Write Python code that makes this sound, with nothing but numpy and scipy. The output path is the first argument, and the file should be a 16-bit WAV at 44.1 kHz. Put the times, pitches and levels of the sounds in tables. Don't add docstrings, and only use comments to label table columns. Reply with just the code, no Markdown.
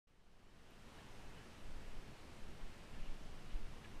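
import sys
import numpy as np
from scipy import signal
from scipy.fft import rfft, irfft
from scipy.io import wavfile
from scipy.ndimage import uniform_filter1d

SR = 44100
rng = np.random.default_rng(int(sys.argv[2]) if len(sys.argv) > 2 else 0)


def wrap_up_sound(samples):
    columns = np.atleast_2d(samples).T
    tamed = np.clip(columns, -1, 1)
    steps = np.round(tamed * 32767).astype(np.int16)
    wavfile.write(sys.argv[1], SR, steps)


N = 176400


def amp(db):
    return 10 ** (np.asarray(db) / 20)


def evened(x):
    return x / np.sqrt(np.mean(x ** 2) + 1e-20)


def level_at(spectrum, hz):
    row_hz, row_db = np.transpose(spectrum)
    return np.interp(np.log(hz + 1), np.log(row_hz + 1), row_db)


def noise(spectrum):
    gains = amp(level_at(spectrum, np.fft.rfftfreq(N, 1 / SR)))
    return evened(irfft(rfft(rng.standard_normal(N)) * gains, N))


def wobble(samples):
    return evened(uniform_filter1d(rng.standard_normal(N), size=samples))


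def air_hiss(level_db=-58.5, patch_db=0.61):
    # (frequency [Hz], relative level [dB])
    hiss_spectrum = [(20, -1), (70, -0.5), (140, -3), (172, -6), (205, -0.5), (235, -6.5), (320, -6),
                     (500, -9.5), (900, -12), (1400, -14.5), (2500, -17), (2950, -16.5), (3400, -20.5),
                     (5000, -23.5), (7600, -29), (8500, -28.5), (9200, -32), (10500, -33), (12000, -37),
                     (15000, -41.5)]
    frames = N // 256 + 5
    hz = np.fft.rfftfreq(1024, 1 / SR)
    real, imaginary, patches = rng.standard_normal((3, frames, len(hz)))
    patches = uniform_filter1d(patches, size=14, axis=0)
    patches = evened(uniform_filter1d(patches, size=12, axis=1))
    slices = (real + 1j * imaginary) * amp(level_at(hiss_spectrum, hz) + patch_db * patches)
    hiss = signal.istft(slices.T, nperseg=1024, noverlap=768)[1][:N]
    return amp(level_db) * evened(hiss)


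def low_rush(t, start_db=-70.5, rise_db_per_s=2):
    # (frequency [Hz], relative level [dB])
    rush_spectrum = [(20, -21), (60, 0.5), (100, -2), (140, -2.5), (200, -4.5), (320, -16.5), (1000, -40),
                     (10000, -80)]
    return noise(rush_spectrum) * amp(start_db + rise_db_per_s * t)


def icy_tick(t, start_s=0.7067, rise_s=0.0008, pitch_hz=12400, wobble_hz=600, level_db=-65):
    age = np.maximum(t - start_s, 0) / rise_s
    loudness = amp(level_db) * age * np.exp(1 - age)
    hz = pitch_hz + wobble_hz * wobble(16)
    return loudness * np.sin(2 * np.pi * np.cumsum(hz) / SR)


def snow_squeaks(t, half_width_hz=90):
    # (middle [s], half length [s], pitch [Hz], level [dB])
    squeaks = [(0.989, 0.0092, 1750, -66), (0.991, 0.0091, 3820, -74), (1.38, 0.027, 2960, -72),
               (1.417, 0.035, 1730, -68), (2.96, 0.03, 1700, -72), (3.065, 0.024, 2850, -69),
               (3.507, 0.024, 2940, -75), (3.855, 0.0097, 1700, -68)]
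    hz = np.fft.rfftfreq(N, 1 / SR)
    out = np.zeros(N)
    for middle, half, pitch, db in squeaks:
        band = 1 / (1 + ((hz - pitch) / half_width_hz) ** 2)
        ring = evened(irfft(rfft(rng.standard_normal(N)) * band, N))
        out += amp(db) * np.exp(-0.5 * ((t - middle) / half) ** 2) * ring
    return out


def snow_scuffs(t, grain_db=3):
    # (middle [s], half length [s], level [dB])
    scuffs = [(0.993, 0.0069, -69), (1.4, 0.04, -77), (2.947, 0.048, -70.5), (3.072, 0.04, -69),
              (3.53, 0.04, -71), (3.848, 0.008, -64.5)]
    # (frequency [Hz], relative level [dB])
    rub_spectrum = [(300, -9), (1100, -21), (1750, -4), (2300, 1), (2950, -1), (3400, -2), (4000, -9),
                    (5500, -17), (12000, -36)]
    grain = evened(amp(grain_db * wobble(220)))
    swells = sum(amp(db) * np.exp(-0.5 * ((t - middle) / half) ** 2) for middle, half, db in scuffs)
    return noise(rub_spectrum) * grain * swells


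def wind_rumble(t, boost_db=1.5):
    # (time [s], relative level [dB])
    gusts = [(0.1, -57), (0.28, -51.5), (0.6, -55), (1.0, -64.5), (1.19, -54.5), (1.4, -60), (1.61, -60),
             (1.68, -48.5), (1.76, -42.5), (1.825, -55), (1.89, -46.5), (1.97, -52.5), (2.13, -57.5),
             (2.35, -60.5), (2.43, -50), (2.5, -45), (2.57, -59), (2.68, -51), (2.76, -59), (2.9, -57),
             (3.0, -42), (3.06, -53), (3.2, -49), (3.47, -51), (3.58, -41), (3.67, -42.5), (3.76, -53),
             (3.84, -62.5), (4.0, -44)]
    # (frequency [Hz], relative level [dB])
    rumble_spectrum = [(3, -14), (11, 3), (21, -2.5), (30, -20.5), (42, -21), (65, -27), (110, -38),
                       (300, -50), (1000, -82), (10000, -130)]
    swirls = noise(rumble_spectrum)
    power = uniform_filter1d(abs(signal.hilbert(swirls)) ** 2, size=4000)
    steady = evened(swirls / np.sqrt(power))
    gust_db = np.interp(t, *np.transpose(gusts))
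    return steady * amp(gust_db + boost_db)


def wind_thumps(t):
    # (middle [s], peak level [dB], half length [s])
    thumps = [(1.286, -48.5, 0.0085), (1.657, -44, 0.0083), (1.973, -40.5, 0.013), (2.444, -43, 0.017),
              (2.638, -37.5, 0.012), (3.026, -40, 0.011), (3.096, -35.5, .014), (3.558, -30, .0105)]
    out = np.zeros(N)
    for middle, db, half in thumps:
        offset = (t - middle) / half
        swing = offset / (1 + (offset / 2) ** 2) ** 3
        out += amp(db) * swing / swing.max()
    return out


def scene():
    t = np.arange(N) / SR
    wind = air_hiss() + low_rush(t) + wind_rumble(t) + wind_thumps(t)
    snow = snow_scuffs(t) + snow_squeaks(t) + icy_tick(t)
    return (wind + snow)[None]


def record(dry, start_s=0.07, full_s=0.96, start_db=-16.5, cutoff_hz=15050):
    t = np.arange(N) / SR
    switch_on = np.clip((t - start_s) / 0.006, 0, 1)
    fade_in = np.clip((t - start_s) / (full_s - start_s), 0, 1)
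    gain = switch_on * amp(start_db * (1 - fade_in))
    lowpass = signal.firwin(511, cutoff_hz, window=("kaiser", 9), fs=SR)
    return signal.oaconvolve(dry * gain, lowpass[None], "same")


dry = scene()
out = record(dry)
wrap_up_sound(out)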